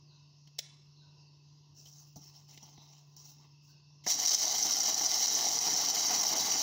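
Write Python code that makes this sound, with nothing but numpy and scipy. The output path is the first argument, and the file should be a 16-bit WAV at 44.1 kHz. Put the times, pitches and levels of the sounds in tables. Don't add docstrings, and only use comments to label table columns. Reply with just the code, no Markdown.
import sys
import numpy as np
from scipy import signal
from scipy.fft import rfft, irfft
from scipy.io import wavfile
from scipy.ndimage import uniform_filter1d

SR = 44100
rng = np.random.default_rng(int(sys.argv[2]) if len(sys.argv) > 2 else 0)


def wav_out(sig):
    wavfile.write(sys.argv[1], SR, np.round(np.clip(np.atleast_2d(sig).T, -1, 1) * 32767).astype(np.int16))


N = 291942
TIME = np.arange(N) / SR
START_S, SPIN_UP_S = 4.061, 0.039


def gain_of(db):
    return 10 ** (np.asarray(db) / 20)


def evened(x):
    return x / np.sqrt(np.mean(x ** 2) + 1e-20)


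def read_colour(points, hz):
    f, value = np.transpose(points)
    return np.interp(np.log1p(hz), np.log1p(f), value)


def curves(rows):
    s, *columns = np.transpose(rows)
    return [np.interp(TIME, s, column) for column in columns]


def add(mix, s, sound):
    part = mix[round(s * SR):][:len(sound)]
    part += sound[:len(part)]


def drift(rate_hz):
    hz = np.fft.rfftfreq(N, 1 / SR)
    spectrum = rfft(rng.standard_normal(N)) / (1 + (hz / rate_hz) ** 2)
    return evened(irfft(spectrum, N))


def swells(rows, width_s):
    return sum(db * np.exp(-np.minimum(((TIME - s) / width_s) ** 2, 20)) for s, db in rows)


def shimmer(x, depth_db, span_hz, span_s):
    window, hop = 512, 128
    z = signal.stft(x, SR, nperseg=window, noverlap=window - hop)[2]
    patches = rng.standard_normal(z.shape)
    for axis, steps in enumerate([span_hz * window / SR, span_s * SR / hop]):
        patches = signal.lfilter([1], [1, -np.exp(-1 / steps)], patches, axis=axis)
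    z = z * gain_of(depth_db * evened(patches))
    shifted = signal.istft(z, SR, nperseg=window, noverlap=window - hop)[1][:N]
    return shifted * x.std() / shifted.std()


# f/Hz, width/Hz, lift/dB
BOWL_RESONANCES = [(299, 18, 5), (461, 18, 8.5), (645.3, 33, 10.5), (724, 30, 9), (815, 104, 7.5),
                   (1149, 87, 4.5), (1420, 38, 7.5), (1790, 67, 7), (2020, 213, 9), (2125, 136, 6),
                   (3100, 490, 10.5), (3720, 57, 7.5), (3927, 157, 12.5), (4260, 140, 8.5),
                   (4687, 160, 8.5), (4540, 300, 1), (5308, 197, 6.5), (5840, 194, 5.5), (7310, 150, 5)]


def ring(colour, spot_db=0, ringing=1, size=8192):
    hz = np.fft.rfftfreq(size, 1 / SR)
    db = read_colour(colour, hz)
    for (f, width, lift), luck in zip(BOWL_RESONANCES, rng.standard_normal(len(BOWL_RESONANCES))):
        peak = 1 / (1 + (2 * (hz - f) / width) ** 2)
        db = db + ringing * (lift + spot_db * luck) * peak
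    log_gain = np.log(gain_of(np.r_[db, db[-2:0:-1]]))
    spectrum = np.exp(np.conj(signal.hilbert(log_gain)))
    response = np.fft.ifft(spectrum).real[:size // 2]
    return response / np.linalg.norm(response)


def strike(blows, colour, spot_db=0, ringing=1):
    return signal.oaconvolve(blows, ring(colour, spot_db, ringing))[:N]


def grains(per_s, spread_db):
    size = gain_of(spread_db * np.clip(rng.standard_normal(N), -2.3, 2.3))
    size = size / np.sqrt(uniform_filter1d(size ** 2, size=8000))
    sign = rng.choice([-1, 1], N)
    hit = rng.random(N) < per_s / SR
    return size * sign * hit * np.sqrt(SR / per_s)


def scaled_burst(chatter):
    return chatter / np.linalg.norm(chatter) * np.sqrt(SR / 10 ** 2)


def scuff(length_s, size=3000):
    return scaled_burst(rng.standard_normal(size) * np.exp(-np.arange(size) / SR / length_s))


def flurry(length_s, size=3000):
    age = np.arange(size) / SR / length_s
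    return scaled_burst(rng.standard_normal(size) * age * np.exp(-age))


# f/Hz, level/dB
AIR_COLOUR = [(25, -31), (100, 7), (200, -6.5), (380, -5), (520, -16.5), (640, -11.5), (820, -13.5),
              (1000, -3.5), (1250, -20), (1700, -29), (1950, -22.5), (2350, -31.5), (2650, -6), (3200, -18),
              (5300, -4), (6500, -12.5), (8000, -51), (14000, -36), (15000, -57)]


def background(air_db=-67.5, hum_hz=145.4, hum_db=-60.5, waver_db=1.35):
    colour = gain_of(read_colour(AIR_COLOUR, np.fft.rfftfreq(N, 1 / SR)))
    air = irfft(rfft(rng.standard_normal(N)) * colour, N)
    air = shimmer(air, depth_db=2.9, span_hz=200, span_s=0.076)
    phase = 2 * np.pi * np.cumsum(hum_hz + 1.06 * drift(rate_hz=20.0)) / SR
    tone = np.sin(phase) + gain_of(-24.5) * np.sin(2 * phase)
    hum = tone * gain_of(waver_db * drift(rate_hz=29))
    return gain_of(air_db) * evened(air) + gain_of(hum_db) * evened(hum)


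# t/s, length/s, start f/Hz, end f/Hz, level/dB
BIRD_CALLS = [(.06, 0.11, 4480, 3720, -73.5), (.10, 0.044, 1405, 1520, -89), (0.927, 0.13, 4500, 3650, -71),
              (1.01, 0.026, 1440, 1480, -82), (2.728, 0.12, 4390, 3610, -71),
              (3.669, 0.073, 4950, 4240, -72), (3.672, 0.046, 1484, 1540, -87)]


def birds(waver=0.055):
    out = np.zeros(N)
    for s, length_s, start_hz, end_hz, db in BIRD_CALLS:
        hz = np.linspace(start_hz, end_hz, int(length_s * SR))
        wobble = evened(uniform_filter1d(rng.standard_normal(SR), size=90))[:len(hz)]
        hz = hz * (1 + waver * wobble)
        tone = np.sin(2 * np.pi * np.cumsum(hz) / SR)
        add(out, s, gain_of(db) * evened(tone * np.hanning(len(hz))))
    return out


# f/Hz, decay/s
ROOM_DECAY = [(150, 0.22), (1000, 0.69), (4000, 0.63), (8000, 0.5), (15000, 0.18)]
# f/Hz, level/dB
ECHO_COLOUR = [(150, -10), (600, -0.5), (1500, 4), (6000, -1), (10000, 2), (15000, -3)]


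def kitchen(x):
    taps = rng.standard_normal(SR) * (rng.random(SR) < .1) * (np.arange(SR) > .006 * SR)
    hz, t, z = signal.stft(taps, SR, nperseg=256)
    decay_s = read_colour(ROOM_DECAY, hz)[:, None]
    fade_db = read_colour(ECHO_COLOUR, hz)[:, None] - 60 * t / decay_s
    tail = signal.istft(z * gain_of(fade_db), SR)[1]
    return signal.oaconvolve(x, tail / np.linalg.norm(tail))[:N]


def stroke(start_s, length_s, rise_s=0.03, fall_s=0.038):
    release = np.clip((TIME - start_s - length_s) / fall_s, 0, 20)
    return np.clip((TIME - start_s) / rise_s, 0, 1) * np.exp(-release)


# t/s, thud level/dB, clack level/dB, tick level/dB, decay/s
KNOCK_TIMES = [(.474, -92, -60, -68, 0.0057), (1.858, -70, -58.5, -67, 0.018),
               (1.998, -78, -92, -56, 0.0047), (2.159, -48.5, -71, -48, 0.027),
               (2.524, -69, -58, -70, 0.052), (2.576, -69, -51.5, -59, 0.0045),
               (2.628, -54, -75, -50.5, 0.013), (2.777, -54, -62, -80, 0.008),
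               (3.165, -80, -70, -50, 0.036), (3.317, -66, -83, -57, 0.0054)]
# f/Hz, level/dB
THUD_COLOUR = [(40, -14), (110, 10), (220, 7.5), (600, -11.5), (850, -2), (1300, -24), (4000, -77)]
# f/Hz, level/dB
CLACK_COLOUR = [(300, -5), (1300, -24), (2100, -13.5), (3100, -8), (4000, -12.5), (6000, -3), (9000, -39),
                (15000, -21)]
# f/Hz, level/dB
PALM_COLOUR = [(200, -26), (1600, -21), (2100, -40), (3300, -27.5), (4700, -9.5), (5500, 4.5), (6400, 1.5),
               (7200, -8), (8200, -21.5), (13500, -26.5), (15000, -4.5)]
# f/Hz, level/dB
SLIDE_COLOUR = [(100, -24), (280, -3), (520, -19.5), (880, -6.5), (1150, -12), (1600, -27.5), (2800, -17.5),
                (5000, -16), (9000, -45)]
# t/s, length/s, palm on housing level/dB, bowl on counter level/dB
HAND_STROKES = [(1.745, 0.22, -58.5, -81), (1.952, 0.076, -56, -76), (2.201, 0.076, -58.5, -68),
                (2.332, 0.064, -59.5, -70.5), (2.479, .06, -56.5, -62.5), (2.598, 0.14, -67, -69),
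                (2.784, 0.2, -67.5, -68.5), (3.174, 0.13, -56.5, -73), (3.335, 0.13, -75, -72),
                (3.607, .1, -67, -95)]


def handling(resting_db=-72.5, grip_s=3.35, rub_db=-1, slide_db=-1, catch_db=1.83, ringing=0.87):
    thuds, clacks, ticks = blows = np.zeros((3, N))
    for s, *levels, decay_s in KNOCK_TIMES:
        for train, db in zip(blows, levels):
            add(train, s, gain_of(db) * scuff(decay_s))
    loose = (TIME > HAND_STROKES[0][0]) * (TIME < grip_s)
    palm, bowl = gain_of(resting_db) * loose, np.zeros(N)
    for s, length_s, palm_db, bowl_db in HAND_STROKES:
        pressure = stroke(s, length_s)
        palm = palm + gain_of(palm_db) * pressure
        bowl = bowl + gain_of(bowl_db) * pressure
    catching = gain_of(catch_db * drift(rate_hz=17))
    rub = catching * palm * gain_of(rub_db) * grains(per_s=2200, spread_db=0.5)
    slide = catching * bowl * gain_of(slide_db) * grains(per_s=920, spread_db=3)
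    contacts = [(thuds, THUD_COLOUR), (clacks, CLACK_COLOUR),
                (ticks + rub, PALM_COLOUR), (slide, SLIDE_COLOUR)]
    sound = sum(strike(train, colour, ringing=ringing) for train, colour in contacts)
    return shimmer(sound, depth_db=3.0, span_hz=382, span_s=0.032)


# t/s, level/dB, decay/s
SNAP_CONTACTS = [(0.5846, -45, 0.003), (0.5887, -25.5, 0.00086), (0.5892, -27.5, 0.0065),
                 (.5921, -29, 0.0019)]
# f/Hz, level/dB
SNAP_SPECTRUM = [(100, -13), (330, -22.5), (520, -9), (720, -15.5), (1150, -32.5), (2100, -4.5),
                 (2450, -13), (3800, -1), (4600, -9), (5400, 4.5), (6400, -2.5), (8200, -19.5),
                 (13500, -28), (15200, -7.5)]


def snap():
    blows = np.zeros(N)
    for s, db, decay_s in SNAP_CONTACTS:
        add(blows, s, gain_of(db) * scuff(decay_s))
    return strike(blows, SNAP_SPECTRUM, ringing=0)


# f/Hz, level/dB
RATTLE_COLOUR = [(100, -50), (600, -24), (1600, -30), (2600, -27.5), (3500, -23.5), (4900, -11), (5700, -1),
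                 (6600, -5.5), (7400, -16), (8200, -25), (12000, -29), (13800, -30.5), (14600, -12),
                 (15800, -22.5)]


def switch(press_s=4.038, press_db=-53):
    pressing = np.interp(TIME, [press_s, press_s + 0.0026, START_S, START_S + SPIN_UP_S],
                         [0.018, 0.98, 1, 0])
    scrape = strike(grains(2400, 4.3), RATTLE_COLOUR) + .5 * strike(grains(3000, 3), CLACK_COLOUR)
    return pressing * gain_of(press_db) * scrape


def motor(whine_hz=6050, whine_db=-39, run_up_s=0.015, waver=0.00091):
    speed = 1 - np.exp(-np.maximum(TIME - START_S, 0) / run_up_s)
    hz = whine_hz * speed * (1 + waver * drift(rate_hz=36))
    level = speed * gain_of(whine_db + 1 * drift(rate_hz=9.1))
    return level * np.sin(2 * np.pi * np.cumsum(hz) / SR)


def strays(count=40, per_s=11, level_db=-20, spread_db=2.5):
    gaps, sizes = rng.uniform(0, 2, count), rng.standard_normal(count)
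    times = START_S + SPIN_UP_S + np.cumsum(gaps) / per_s
    return list(zip(times, level_db + spread_db * sizes))


# t/s, pieces hitting the wall/per s, spread of their sizes/dB
BREAKDOWN = [(4.06, 1580, 2), (5.0, 2120, 4.5), (6.62, 3800, -0.5)]
# t/s, level/dB
RATTLE_LEVEL = [(4.1, -20.5), (4.17, -31.5), (4.24, -30), (4.31, -25.5), (4.4, -29.5), (6.62, -29)]
# t/s, level change of the rattle/dB
FEW_PIECES = [(4.17, -14), (4.387, -6), (4.606, -1), (4.934, -4.5), (4.963, -8.5), (5.087, -3), (5.603, -5),
              (5.822, 0), (5.928, -11.5)]
# t/s, level/dB
LARGE_PIECES = [(4.259, -9.5), (4.291, -11), (4.3202, -14), (4.3452, -3.5), (4.45, -15), (4.625, -12.5),
                (4.7073, -11.5), (4.7337, -15), (4.8022, -10.5), (4.942, -13), (4.976, -18), (5.0598, -13),
                (5.141, -14), (5.2259, -12.5), (5.2794, -13.5), (5.349, -9), (5.408, -14), (5.452, -11.5),
                (5.485, -15), (5.5874, -13), (5.738, -17)]
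# f/Hz, level/dB
WALL_COLOUR = [(200, -28), (3000, -32), (4600, -13.5), (5400, -1), (6000, 3), (7000, -12.5), (8300, -25.5),
               (13500, -42), (14800, -21)]
# t/s, lift level/dB
CHURN_SWELLS = [(4.43, 4), (4.66, 3.5), (4.89, 5), (5.02, 2), (5.48, 2.5), (5.67, 4.5), (6.13, 6),
                (6.34, 5), (6.52, 3.5)]
# f/Hz, level/dB
CHURN_COLOUR = [(30, -48), (70, -19.5), (120, -8), (250, -2), (410, -3.5), (550, -12), (760, -0.5),
                (1000, -1.5), (1320, -10), (2000, -14.5), (3000, -12.5), (8000, -44.5)]


def chopper(drive_db=5.0, dust_db=2, churn_start_db=-48, churn_db_per_s=2.5, churn_db=8, chunk_db=-4,
            clump_db=2.5, slosh_db=0.07, lull_s=0.015, swell_s=0.028, count=5):
    rattle_level, = curves(RATTLE_LEVEL)
    growth = churn_start_db + churn_db_per_s * (TIME - START_S)
    churn_level = growth + swells(CHURN_SWELLS, swell_s)
    per_s, spread_db = curves(BREAKDOWN)
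    running = np.clip((TIME - START_S) / SPIN_UP_S, 0, 1)
    clumps = drift(rate_hz=45)
    lulls = swells(FEW_PIECES, lull_s)
    force = running * gain_of(rattle_level + lulls + clump_db * clumps)
    dust = gain_of(dust_db) * force * rng.standard_normal(N)
    rattle = strike(dust, RATTLE_COLOUR)
    for spot in range(count):
        blows = gain_of(drive_db) * force * grains(per_s / count, spread_db) / np.sqrt(count)
        rattle += strike(blows, RATTLE_COLOUR, spot_db=2.0)
    large = np.zeros(N)
    for s, db in LARGE_PIECES + strays():
        add(large, s, gain_of(db + chunk_db) * flurry(length_s=0.0025))
    slosh = slosh_db * drift(rate_hz=23)
    tumble = running * gain_of(churn_level + churn_db + slosh + 0.56 * clumps + 0.85 * lulls)
    churn = strike(tumble * grains(per_s=1000, spread_db=2.5), CHURN_COLOUR)
    sound = rattle + strike(large, WALL_COLOUR, ringing=0.63) + churn
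    return shimmer(sound, depth_db=2.0, span_hz=166, span_s=0.012)


# f/Hz, level/dB
JOLT_COLOUR = [(50, -34), (110, -8), (200, -3), (450, -2.5), (750, 3), (1100, -10.5), (2100, -11.5),
               (4000, -39)]


def kick(at_s=4.064, kick_db=-29):
    blows = np.zeros(N)
    add(blows, at_s, gain_of(kick_db) * flurry(length_s=0.0037))
    return strike(blows, JOLT_COLOUR, ringing=0.46)


def scene(room_db=-16, snap_room_db=-22, bird_direct_db=-2):
    near = chopper() + motor() + kick() + switch() + handling()
    catch, far = snap(), birds()
    echo = kitchen(gain_of(room_db) * near + gain_of(snap_room_db) * catch + far)
    return (near + catch + gain_of(bird_direct_db) * far + echo + background())[None]


def record(dry, threshold_db=-40, squeeze=0.47, recovery_db_per_s=450, edge_hz=15800):
    power_db = 10 * np.log10(abs(uniform_filter1d(dry[0] ** 2, size=300)) + 1e-12)
    fall = TIME * recovery_db_per_s
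    held_db = np.maximum.accumulate(power_db + fall) - fall
    over_db = np.maximum(held_db - threshold_db, 0)
    ducked = dry / gain_of(np.clip(squeeze, 0, 1) * uniform_filter1d(over_db, size=100))
    low_pass = signal.firwin(801, edge_hz, window=("kaiser", 9), fs=SR)
    return signal.oaconvolve(ducked, low_pass[None], "same")


dry = scene()
out = record(dry)
wav_out(out)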